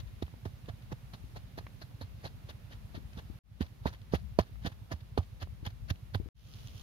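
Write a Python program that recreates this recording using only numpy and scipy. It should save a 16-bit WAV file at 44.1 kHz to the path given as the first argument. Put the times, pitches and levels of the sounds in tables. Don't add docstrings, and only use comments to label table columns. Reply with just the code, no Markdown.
import sys
import numpy as np
from scipy import signal
from scipy.fft import rfft, irfft
from scipy.io import wavfile
from scipy.ndimage import uniform_filter1d

SR = 44100
rng = np.random.default_rng(int(sys.argv[2]) if len(sys.argv) > 2 else 0)


def unload_wav(signal):
    wavfile.write(
        sys.argv[1],
        SR,
        np.round(np.clip(np.atleast_2d(signal).T, -1, 1) * 32767).astype(np.int16),
    )


def nominal_scale(level):
    x = np.asarray(level, float) / 20
    return 10 ** x


N = 300762
TIME = np.arange(N) / SR
FREQ = np.maximum(np.fft.rfftfreq(N, 1 / SR), 1)

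# start in seconds, end in seconds, fade-in in seconds, engine level in dB,
# leaf hiss level in dB.
SHOTS = [
    (0, 3.389, 0.00062, -39.5, 4.5),
    (3.435, 6.288, 0.22, -38.5, 2.5),
    (6.345, 7, 0.24, -38, 5),
]
CUT_S = 0.00008

# time in seconds, knock peak in dB, contact length in ms,
# shell ring in dB, dwell (how long the pestle stays pressed, as a share).
BLOWS = [(.001, -55, 0.55, -3, .2), (.222, -27.5, 0.52, -2, .1), (.455, -33, 0.44, 5, .2),
         (.684, -40.5, 0.52, 4.5, .2), (.917, -34, 0.64, 4, .2), (.923, -55.5, 0.51, 3, .2),
         (1.136, -45.5, 0.24, 1.5, .2), (1.359, -47, 0.25, 2, .2), (1.5765, -36.5, 0.43, -4, .3),
         (1.816, -46.5, 0.28, -8, .2), (2.010, -39.5, 0.6, 5, .2), (2.240, -39, .4, 4, .2),
         (2.489, -45.5, 0.32, 5, .2), (2.708, -52, 0.4, 2, .2), (2.943, -43, .8, 3, .2),
         (3.169, -39.5, 0.91, 0, .2), (3.6056, -21.5, 0.82, 8, .05), (3.8548, -21.5, 0.27, -13, 1.5),
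         (4.1344, -17, 0.44, -11, .5), (4.146, -34.5, 0.33, -4, .2), (4.3865, -11.5, .36, -6, .15),
         (4.647, -29, 1.03, -3.5, .3), (4.661, -34, 0.43, 3, .2), (4.913, -37, 0.69, 0, .2),
         (5.1744, -20, 0.33, -18, .15), (5.423, -49, 0.4, 5, .2), (5.665, -47, 0.36, -4, .2),
         (5.902, -42, 0.8, 5, .3), (6.146, -32, 0.68, 5, .3)]
BOUNCES = [(5.1769, -29, 0.55, -12, 0.9), (5.182, -36, 0.37, 0, 0.47), (4.1405, -39, .45, -2, .1),
           (6.148, -32, 0.39, 0, 0.23), (1.584, -39.5, 0.3, 0, 0.092)]
# pitch in Hz, level in dB, time to fade by 60 dB in seconds.
SHELL = [(237.7, -1, 0.025), (325, -8, 0.035), (426, -8.5, 0.016), (632, -2, 0.019), (900, -4.5, 0.027),
         (1260, -6.5, 0.017), (1550, -12, .01), (4440, -9, .01)]
DIP_SHARE, DIP_LOSS_PER_MS = 1.35, 1.12
RELEASE_MS, REBOUND = 4.294, 0.18
# frequency in Hz, level in dB per Hz.
CRACK = [(500, -12.5), (1000, 0), (1600, 12.5), (2300, -5), (3200, -4), (4400, -7.5), (6000, -14.5),
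         (8000, -36), (11000, -26.5), (16000, -17.5)]
CRACK_DB, CRACK_DB_PER_MS = -36, 17.5
CRACK_LATE = 2.2

# first crest in seconds, level in dB, pitch in Hz,
# depth of the dip before it (0 to 2), ring time in ms.
THUDS = [(.035, -48, 98, .6, 20), (0.237, -33.5, 80, 0.85, 21), (.466, -32.5, 92, 0.54, 18),
         (0.701, -33.5, 96, 0.67, 12), (.933, -35, 96, 0.76, 9), (1.149, -47, 105, .6, 20),
         (1.376, -42.5, 102, 0.51, 14), (1.598, -39, 90, .3, 14), (2.0241, -38.5, 91, .6, 25),
         (2.257, -48, 106, .6, 20), (2.497, -46.5, 75, .6, 20), (2.957, -50, 65, .6, 22),
         (3.186, -41, 78, .6, 19), (3.6202, -26, 79, .5, 17), (3.871, -29, 75, .3, 14.6),
         (4.152, -24, 80, .1, 13), (4.403, -21, 85.4, .03, 9.6), (4.678, -28.5, 75, 1.3, 4.3),
         (4.9446, -32, 72, 0.95, 15), (5.192, -20, 84, 0.55, 13), (5.438, -32.5, 84, 0.79, 16),
         (5.6767, -32, 94, 1.4, 14), (5.915, -24, 92, 1.2, 13), (6.160, -26.5, 96, 1.5, 17)]
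THUD_DIP_MS = 3.78

# peak time in seconds, level in dB, fall time in ms,
# pitch of the hollow under the pestle in Hz.
CRUSHES = [(0.002, -58, 8, 3720), (0.225, -51, 6.7, 3580), (0.454, -57, 19, 3800), (0.691, -55.5, 11, 3420),
           (0.926, -52.5, 6, 1570), (1.14, -56, 11, 4130), (1.369, -54.5, 11, 4330),
           (1.583, -52.5, 12.4, 4400), (1.821, -54.5, 12.5, 4140), (2.014, -54, 18.7, 4140),
           (2.259, -50, 15.3, 4350), (2.501, -53, 11, 3750), (2.722, -60, 22, 3730),
           (2.955, -57.5, 22, 3930), (3.187, -56.5, 14, 3780), (3.614, -48.5, 16.2, 3340),
           (3.87, -47, 17.5, 3900), (4.151, -47.5, 12.2, 3320), (4.39, -42, 14.4, 4600),
           (4.666, -44.5, 12.3, 3240), (4.92, -48, 15, 1010), (5.1775, -47.5, 13.6, 3020),
           (5.427, -49, 9.3, 2980), (5.666, -45, 8.5, 3600), (5.905, -41.5, 5.8, 1520),
           (6.148, -45.5, 9.9, 3370)]
PULP_DB = [2.5, 0, 2.5, 2, 2, -1.5, 2, -1, -1.5, -2, -1, 0, -0.5, 0.5, -1, -3.5, -1.5, -3.5, -3, -4, 0.5,
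           1.5, 0.5, -0.5, -3.5, 0]
# peak time in seconds, level in dB,
# fall time in ms, pitch of the hollow in Hz.
SLIDES = [(0.266, -70, 8.2, 3170), (0.825, -70, 7.2, 2800), (3.132, -66, 5.4, 2400),
          (3.664, -72.5, 10, 3500), (3.932, -60, 21, 3770), (4.128, -55, 32, 4900), (4.414, -57, 4.5, 3730),
          (4.465, -70, 26, 3700), (4.721, -59.5, 10, 3580), (5.009, -67, 5.6, 3220),
          (5.232, -65, 8.5, 2880), (5.405, -68, 6.1, 4300), (5.415, -60, 6.2, 3000),
          (5.655, -53, 7.9, 3300), (5.707, -63.5, 5.5, 3400), (5.886, -62.5, 24, 4800),
          (6.142, -58.5, 4.6, 3580), (0.075, -70, 18, 3200)]
# frequency in Hz, level in dB per Hz.
CRUSH = [(710, -41.5), (1200, -6), (1730, 2), (2300, -9.5), (3050, -8), (3590, -9.5), (4450, -9),
         (5020, -13), (6650, -16.5), (7820, -38), (10100, -18), (14200, -26), (16000, -28)]
# frequency in Hz, level in dB per Hz.
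DULL = [(150, 6.5), (300, -3), (700, 0), (1200, -5.5), (2200, -36.5)]
RISE_SHARE, TOUCH_LAG_MS, EARLY_MS_PER_DB = 0.69, 1.1, 0.1267
HARD_BLOW_DB, DULL_DB, DULL_PER_BLOW_DB = -14.5, 6, 0.22
SLIDE_RISE_MS, SLIDE_DULL_DB = 4.5, -3.5

# time in seconds, peak in dB, centre frequency in Hz.
TICKS = [(0.265, -66, 3080), (0.28, -43.5, 1470), (0.340, -40, 734), (.659, -55, 3000), (1.611, -43, 800),
         (1.627, -51, 750), (1.912, -48, 1200), (3.133, -50.5, 2430), (3.144, -58, 2400),
         (3.666, -54, 2500), (4.017, -57.5, 4000), (4.435, -45.5, 1200), (4.496, -44.5, 486),
         (4.557, -50, 1320), (4.627, -56, 2000), (3.6255, -45, 3520), (4.1295, -45, 900),
         (4.3985, -45, 3000), (4.3885, -36, 4500), (.686, -42, 700), (.2255, -44, 1600), (1.817, -46, 450),
         (4.9215, -40, 1000), (4.1395, -32, 1200), (3.861, -36, 1200), (5.193, -40, 1100),
         (5.1805, -46, 1000), (5.1852, -42, 1000), (3.8725, -56, 4400), (4.154, -55, 3500),
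         (4.668, -46, 3200), (5.204, -44, 900), (5.247, -63, 4000), (5.473, -43, 900), (5.958, -54.5, 3000)]
# time in seconds, peak in dB, centre frequency in Hz.
TWIGS = [
    (1.6672, -33.5, 2000),
    (6.2585, -58, 900),
]
# middle in seconds, level in dB, pitch in Hz.
POPS = [(0.0032, -54, 3620), (0.2257, -47, 3700), (0.2272, -55, 2240), (0.4572, -55, 2500),
        (0.4575, -54, 3620), (0.6914, -52, 3450), (0.9249, -52, 2500), (0.9269, -55, 3790),
        (1.1377, -52, 4130), (1.1414, -56, 4310), (1.1437, -56, 3960), (1.3689, -54, 4220),
        (1.3751, -56, 4220), (1.5804, -52, 3620), (1.5851, -51, 4310), (1.5864, -54, 2240),
        (1.8211, -51, 4050), (2.0139, -49, 4050), (2.0184, -48, 4220), (2.2429, -56, 4390),
        (2.2541, -51, 4130), (2.2546, -53, 3190), (2.2596, -45, 4130), (2.2654, -47, 4390),
        (2.2686, -54, 3270), (2.2716, -51, 3960), (2.4886, -52, 3270), (2.4926, -54, 4130),
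        (2.4998, -54, 4220), (2.5043, -50, 3620), (2.7221, -55, 3100), (2.949, -54, 4130),
        (2.9578, -55, 3010), (2.9618, -55, 3700), (3.1888, -50, 3530), (3.6125, -45, 3450),
        (3.8727, -45, 4390), (3.8784, -46, 3700), (4.1378, -48, 4570), (4.1421, -48, 4740),
        (4.1451, -45, 2580), (4.1538, -45, 3620), (4.389, -47, 2760), (4.3893, -34, 4480),
        (4.394, -41, 4480), (4.3988, -43, 3100), (4.4067, -46, 3700), (4.6564, -49, 4220),
        (4.6651, -39, 3530), (4.6679, -39, 2930), (4.6749, -44, 3270), (5.1772, -46, 3190),
        (5.1775, -47, 4480), (5.4289, -48, 3010), (5.6664, -42, 3190), (5.9038, -40, 3530),
        (5.9053, -40, 1290), (5.9093, -45, 2930), (6.1495, -42, 3700), (6.1555, -46, 3450)]
POP_DB, POP_MS = -4.5, 1.15
# time in seconds, level in dB, pitch in Hz.
KNOTS = [(5.185, -31, 1150), (5.1925, -38, 950), (5.2055, -40, 800), (3.865, -41, 800), (4.129, -44, 900),
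         (4.1495, -33, 850), (4.678, -42, 1650), (4.665, -41, 500), (2.248, -44, 810), (2.26, -41, 660),
         (2.499, -45, 850), (1.366, -46, 830), (1.587, -42, 800), (.924, -41, 900), (4.9225, -37, 1010),
         (5.666, -38, 810), (5.658, -43, 1600), (2.017, -47, 890), (1.668, -45, 1130), (1.669, -48, 1900),
         (5.901, -44, 1410), (5.426, -44, 710), (5.1765, -36, 1550), (5.181, -38, 1200),
         (3.8605, -37, 1150), (4.138, -36, 1200), (4.399, -36, 950), (4.392, -30, 760), (3.611, -33, 210),
         (5.182, -33, 210), (4.141, -33, 280), (.2255, -48, 1650), (1.151, -51, 800), (6.15, -42, 1000)]
# frequency in Hz, left minus right in dB.
PESTLE_BALANCE = [(60, -5.0), (110, -6.5), (200, -9.5), (380, -9.5), (700, -7.5), (1290, -5.5), (2380, 2.5),
                  (4400, 4.0), (8120, -0.5), (15000, -2.0)]
LEFT_LAG_S = 11 / 44100

# peak time in seconds, level in dB.
GUSTS = [(0.0, -39), (0.25, -53), (0.5, -47), (1.125, -44), (1.375, -50), (1.625, -44), (2.125, -45.5),
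         (3.0, -40.5), (3.25, -47), (3.5, -42.5), (3.9, -42), (4.25, -34), (4.6, -38.5), (5.5, -41),
         (5.86, -39), (6.375, -45), (6.625, -42.5)]
CALM_DB, GUST_FADE_DB_PER_S = -51.5, 98
# frequency in Hz, level in dB per Hz.
WIND = [(20, -34), (35, -3), (52, 10), (70, 2), (110, -17), (200, -13), (400, -63)]
# time in seconds, peak in dB, ring pitch in Hz,
# ring time in ms, flutter level in dB.
SLAPS = [(1.236, -46.5, 70, 9.9, -64), (2.974, -38.5, 68, 10.6, -50.5), (3.296, -41, 72, 9.5, -52.5),
         (5.624, -42.5, 70, 6.1, -46), (6.196, -34, 68, 6.8, -40.5), (6.255, -45.5, 69, 25, -46.5)]

# frequency in Hz, level in dB per Hz.
AIR = [(18, -34.5), (30, -6), (75, -7), (93, -11), (109, -7.5), (200, -16), (330, -28.5), (584, -29.5),
       (1540, -35), (2750, -35.5), (3140, -37), (3770, -37), (7870, -47.5), (13000, -43.5), (16000, -50)]
# frequency in Hz, left minus right in dB.
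AIR_BALANCE = [(60, -1), (200, -6), (700, -4.5), (3000, -2), (8000, -0.5), (15000, -1.5)]
AIR_DB = -57.5

# time of one puff in seconds, time between puffs in seconds.
PUFFS = [(.138, .10055), (3.519, .10057), (6.457, .1004)]

# frequency in Hz, level in dB per Hz.
SIZZLE = [(710, -39), (1200, -8), (1640, -15), (1790, -30), (2100, -14), (3080, -2), (3910, -6), (6370, -9),
          (8080, -27), (9720, -15.5), (16000, -21)]
# time in seconds, level in dB.
SIZZLE_DB = [(6.4, -69), (6.6, -69.5), (6.74, -70), (6.78, -67), (6.82, -65)]
# time in seconds, peak in dB.
SPITS = [(6.3694, -62), (6.4053, -49), (6.475, -54), (6.4854, -49), (6.537, -43), (6.544, -47),
         (6.647, -52), (6.6723, -39.5), (6.683, -46), (6.56, -52), (6.605, -52), (6.778, -47), (6.787, -45),
         (6.796, -40), (6.812, -45)]
PAN_LAG = (12, 0)


def curve(table, hz=FREQ):
    f, db = np.transpose(table)
    return nominal_scale(np.interp(np.log(hz), np.log(f), db))


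def colour(x, table):
    y = irfft(rfft(x) * curve(table), N)
    return y / np.sqrt(np.mean(y ** 2))


def walk(rate):
    k = int(SR / rate)
    steps = np.repeat(rng.standard_normal(N // k + 1), k)
    return 0.66 * uniform_filter1d(uniform_filter1d(steps, k), k)[:N]


def grains(spread_db):
    size = np.minimum(rng.exponential(size=N // 16 + 1), 3.5)
    return rng.standard_normal(N) * nominal_scale(spread_db * np.repeat(size, 16)[:N])


def patchy(x, spread_db, rate):
    spectrum, out = rfft(x), 0
    for step in range(14, 29):
        band = np.cos(np.pi / 2 * np.clip(2 * np.log2(FREQ) - step, -1, 1)) ** 2
        out = out + nominal_scale(spread_db * walk(rate)) * irfft(spectrum * band, N)
    return out / np.sqrt(np.mean(out ** 2))


def add(track, s, x):
    i = max(int(s * SR), 0)
    track[i:i + len(x)] += x[:max(len(track) - i, 0)]


def contact(ms, contact_ms, dwell):
    def bump(at, rise, fall):
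        return np.exp(-((ms - at) / np.where(ms < at, rise, fall)) ** 2)

    depth = np.clip(DIP_SHARE - DIP_LOSS_PER_MS * contact_ms, 0, 2)
    dip = depth * bump(0, 1.56 * contact_ms, 0.99 * contact_ms)
    crest = bump(1.94 * contact_ms, 1.04 * contact_ms, 1.18 * contact_ms)
    plateau = dwell * bump(0.59 * RELEASE_MS, 2.0, 0.7)
    release = (REBOUND + 0.72 * dwell) * bump(RELEASE_MS, 0.34, 0.74)
    return crest - dip + plateau - release


def shell_ring(t, ring_db, luck):
    ring = 0
    for k, (hz, db, t60) in enumerate(SHELL):
        level = nominal_scale(db + ring_db + 0.68 * luck[k]) * 2 * np.pi * hz / SR
        note = np.cos(2 * np.pi * hz * (1 + 0.12 * luck[-k - 1]) * t)
        ring = ring + level * note * np.exp(-np.log(1000) * t / t60)
    return ring


def knocks():
    out, crack, t = np.zeros(N), np.zeros(N), TIME[:SR // 16]
    hits = BLOWS + BOUNCES
    chance = rng.standard_normal((len(hits), 2 * len(SHELL)))
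    for (s, db, contact_ms, ring_db, dwell), luck in zip(hits, chance):
        push = contact((t - 0.0026) * 1000, max(contact_ms, 0.15), np.clip(dwell, 0, 1.5))
        knock = push + np.convolve(push, shell_ring(t, ring_db, luck))[:len(t)]
        add(out, s, nominal_scale(db + 2.5) * knock / np.abs(knock).max())
        crack_s = s + 0.0015 + CRACK_LATE * contact_ms / 1000
        crack_db = db + CRACK_DB + CRACK_DB_PER_MS * contact_ms
        add(crack, crack_s, nominal_scale(crack_db) * np.exp(-t / 0.001))
    return out + crack * colour(grains(1.8), CRACK)


def strokes():
    rows = []
    for (s, db, fall_ms, hollow_hz), pulp_db in zip(CRUSHES, PULP_DB):
        touch, blow_db = next(blow[:2] for blow in BLOWS if blow[0] > s - 1 / 32)
        soft = HARD_BLOW_DB - blow_db
        rise_ms = RISE_SHARE * max((s - touch) * 1000 - TOUCH_LAG_MS, 0) + EARLY_MS_PER_DB * soft
        dull_db = DULL_DB - DULL_PER_BLOW_DB * soft + pulp_db
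        rows.append((s, db, rise_ms, fall_ms, dull_db, hollow_hz))
    for s, db, fall_ms, hollow_hz in SLIDES:
        rows.append((s, db, SLIDE_RISE_MS, fall_ms, SLIDE_DULL_DB, hollow_hz))
    return rows


def crushes():
    out, size = np.zeros((2, N)), 8192
    bright = np.array([colour(grains(4.0), CRUSH) for _ in range(2)])
    dull = np.array([colour(grains(3.7), DULL) for _ in range(2)])
    bright = patchy(bright, 5.45, 170)
    dull = patchy(dull, 4.7, 90)
    for s, db, rise_ms, fall_ms, dull_db, hollow_hz in strokes():
        start = max(int(s * SR) - size // 2, 0)
        part = slice(start, start + size)
        t = TIME[part] - s
        u = t * 1000 / np.where(t < 0, max(rise_ms, 1), max(fall_ms, 2))
        shape = nominal_scale(db) * (np.exp(-1.1 * u ** 2) + 0.1 * np.exp(-(u / 3.36) ** 4))
        snaps = shape * bright[:, part]
        hollow = signal.lfilter(*signal.iirpeak(hollow_hz, 4.5, fs=SR), snaps)
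        squelch = nominal_scale(3.5 + dull_db) * shape * dull[:, part]
        out[:, part] += nominal_scale(-1.2) * snaps + nominal_scale(-7) * hollow + squelch
    return out


def pops():
    out, t = np.zeros(N), TIME[:SR // 100]
    swell = np.exp(-((t - 1 / 200) * 1000 / POP_MS) ** 2)
    for s, db, hz in POPS:
        add(out, s - 1 / 200, nominal_scale(db + POP_DB) * np.sin(2 * np.pi * hz * t) * swell)
    for s, db, hz in KNOTS:
        add(out, s, -nominal_scale(db - 1.5) * np.sin(2 * np.pi * hz * t) * np.exp(-t / 0.0025))
    return out


def thud(hz, dip, ring_ms):
    t = TIME[:SR // 8] - 1 / 32
    turn = -1 / 4 / hz
    give = np.clip((turn - t) * 1000 / THUD_DIP_MS, 0, 1)
    fade = np.exp(-(np.maximum(t, 0) * 1000 / max(ring_ms, 3)) ** 1.4)
    ring = np.cos(2 * np.pi * hz * t) * fade
    return np.where(t < turn, -dip * np.sin(np.pi * give ** 0.67), ring)


def thuds():
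    out = np.zeros(N)
    for s, db, hz, dip, ring_ms in THUDS:
        add(out, s - 1 / 32, nominal_scale(db - 1.5) * thud(hz, dip, ring_ms))
    return out


def ticks(table, rattle_gain, rattle_ms):
    out, t = np.zeros(N), TIME[:400]
    for (s, db, hz), noise in zip(table, rng.standard_normal((len(table), len(t)))):
        fading = noise * np.exp(-t * 1000 / rattle_ms)
        rattle = signal.lfilter(*signal.iirpeak(hz, 1.1, fs=SR), fading)
        snap = rattle_gain * rattle - np.exp(-((t - 0.0004) * hz * 4.0) ** 2)
        soft = signal.lfilter(*signal.butter(2, 1.15 * hz, fs=SR), snap)
        add(out, s - 0.0004, nominal_scale(db) * soft)
    return out


def pestle():
    crush, other = crushes()
    hits = knocks() + thuds() + ticks(TICKS, 1.84, 2.2) + pops()
    right = hits + crush
    unlike = np.clip(FREQ / 3970.0, 0, 0.9)
    left = rfft(hits) + np.sqrt(1 - unlike) * rfft(crush) + np.sqrt(unlike) * rfft(other)
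    lag_s = LEFT_LAG_S + 0.00041 / (1 + (FREQ / 220) ** 2)
    left = irfft(left * curve(PESTLE_BALANCE) * np.exp(-2j * np.pi * FREQ * lag_s), N)
    return nominal_scale(4.0) * np.array([left, right])


def swing(hz, tau_s):
    t = TIME[:SR // 6]
    u = t / tau_s
    return -np.sin(2 * np.pi * hz * t) * (u * np.exp(1 - u)) ** 1.28


def wind():
    db = np.max([top - GUST_FADE_DB_PER_S * np.abs(TIME - s) for s, top in GUSTS], axis=0)
    gust = nominal_scale(np.maximum(db, CALM_DB) + 4.6 * walk(6.9))
    left = gust * colour(rng.standard_normal(N), WIND)
    t, flutter_t = TIME[:SR // 60], TIME[:SR // 20]
    edge = np.cos(2 * np.pi * 210 * (t - 0.005)) * np.exp(-((t - 0.0045) / 0.0018) ** 2)
    for s, db, hz, ring_ms, flutter_db in SLAPS:
        add(left, s + 0.00085, nominal_scale(db + 8.5) * edge)
        flutter = rng.standard_normal(SR // 20)
        for sharpness in (2.5, 1.5):
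            flutter = signal.lfilter(*signal.iirpeak(340, sharpness, fs=SR), flutter)
        add(left, s + 0.0026, nominal_scale(flutter_db + 22.5) * flutter * np.exp(-flutter_t / 0.013))
        add(left, s + 0.0027, -nominal_scale(db + 7.5) * swing(hz, max(ring_ms, 3) / 1000))
    right = nominal_scale(-64.5 + 2.0 * walk(15)) * colour(rng.standard_normal(N), WIND)
    return np.array([left, right])


def air():
    out, swell = 0, walk(0.13)
    mid, left, right = (rfft(colour(rng.standard_normal(N), AIR)) for _ in range(3))
    alike = np.clip(1 - FREQ / 504.0, 0, 0.8)
    pair = np.sqrt(alike) * mid + np.sqrt(1 - alike) * np.array([left, right])
    pair *= np.array([curve(AIR_BALANCE) ** 0.5, curve(AIR_BALANCE) ** -0.5])
    for octave in range(5, 15):
        band = np.cos(np.pi / 2 * np.clip(np.log2(FREQ) - octave, -1, 1)) ** 2
        out = out + nominal_scale(0.21 * swell + 1.0 * walk(9.6)) * irfft(pair * band, N)
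    return nominal_scale(AIR_DB) * out


def engine():
    out, t = np.zeros((2, N)), TIME[:SR // 16] - 1 / 32
    echo = -np.exp(-(t / 0.003) ** 2)
    for (start, end, _, db, _), (first, period) in zip(SHOTS, PUFFS):
        for s in first + period * np.arange(-2, 34):
            size_db, shift = rng.standard_normal(2)
            if not start < s < end:
                continue
            for track, pan_db, lag in zip(out, (-2.5, 1.5), (0.0003, 0)):
                puff = -np.sin(2 * np.pi * 104 * (t - lag)) * np.exp(-((t - lag) / 0.0085) ** 2)
                add(track, s + 0.00047 * shift - 1 / 32, nominal_scale(db + pan_db + 0.45 * size_db) * puff)
                for late_s, echo_db in ((0.021, -13), (0.053, -14)):
                    add(track, s + late_s - 1 / 32, nominal_scale(db + pan_db + echo_db) * echo)
    return out


def pan():
    s, db = np.transpose(SIZZLE_DB)
    level = nominal_scale(np.interp(TIME, s, db) + 2.0 * walk(40)) * (TIME > SHOTS[2][0])
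    shared, spits = grains(3.1), np.zeros(N)
    for s, db in SPITS:
        burst = rng.standard_normal(64) * np.exp(-TIME[:64] / 0.00033)
        add(spits, s + 0.0013, nominal_scale(db - 3.0) * burst)
    spits = irfft(rfft(spits) * curve(SIZZLE), N) * nominal_scale(15.5)
    ports = []
    for side_db, lag in zip((-0.8, 0.8), PAN_LAG):
        crackle = colour(0.71 * np.roll(shared, lag) + grains(5.6), SIZZLE)
        ports.append(nominal_scale(7.0 + side_db) * level * crackle + np.roll(spits, lag))
    return np.array(ports)


def scene():
    hiss = sum(nominal_scale(db) * (TIME >= start) * (TIME < end) for start, end, *_, db in SHOTS)
    return pestle() + ticks(TWIGS, 1.06, 2.9) + wind() + hiss * air() + engine() + pan()


def roll_off(x):
    return signal.sosfilt(signal.butter(12, 15810, fs=SR, output="sos"), x)


def record(dry):
    notch = 1 - 0.34 * np.exp(-((FREQ - 8000) / 640.0) ** 2)
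    edges = (FREQ < 15800) / np.sqrt(1 + (44 / FREQ) ** 8)
    heard = irfft(rfft(dry) * notch * edges, N)
    gate = np.zeros(N)
    for start, end, fade, *_ in SHOTS:
        fade_in = np.clip((TIME - start) / fade, 0, 1) ** 0.78
        gate += fade_in * np.clip((end - TIME) / CUT_S, 0, 1)
    return roll_off(heard * gate)


dry = scene()
out = record(dry)
unload_wav(out)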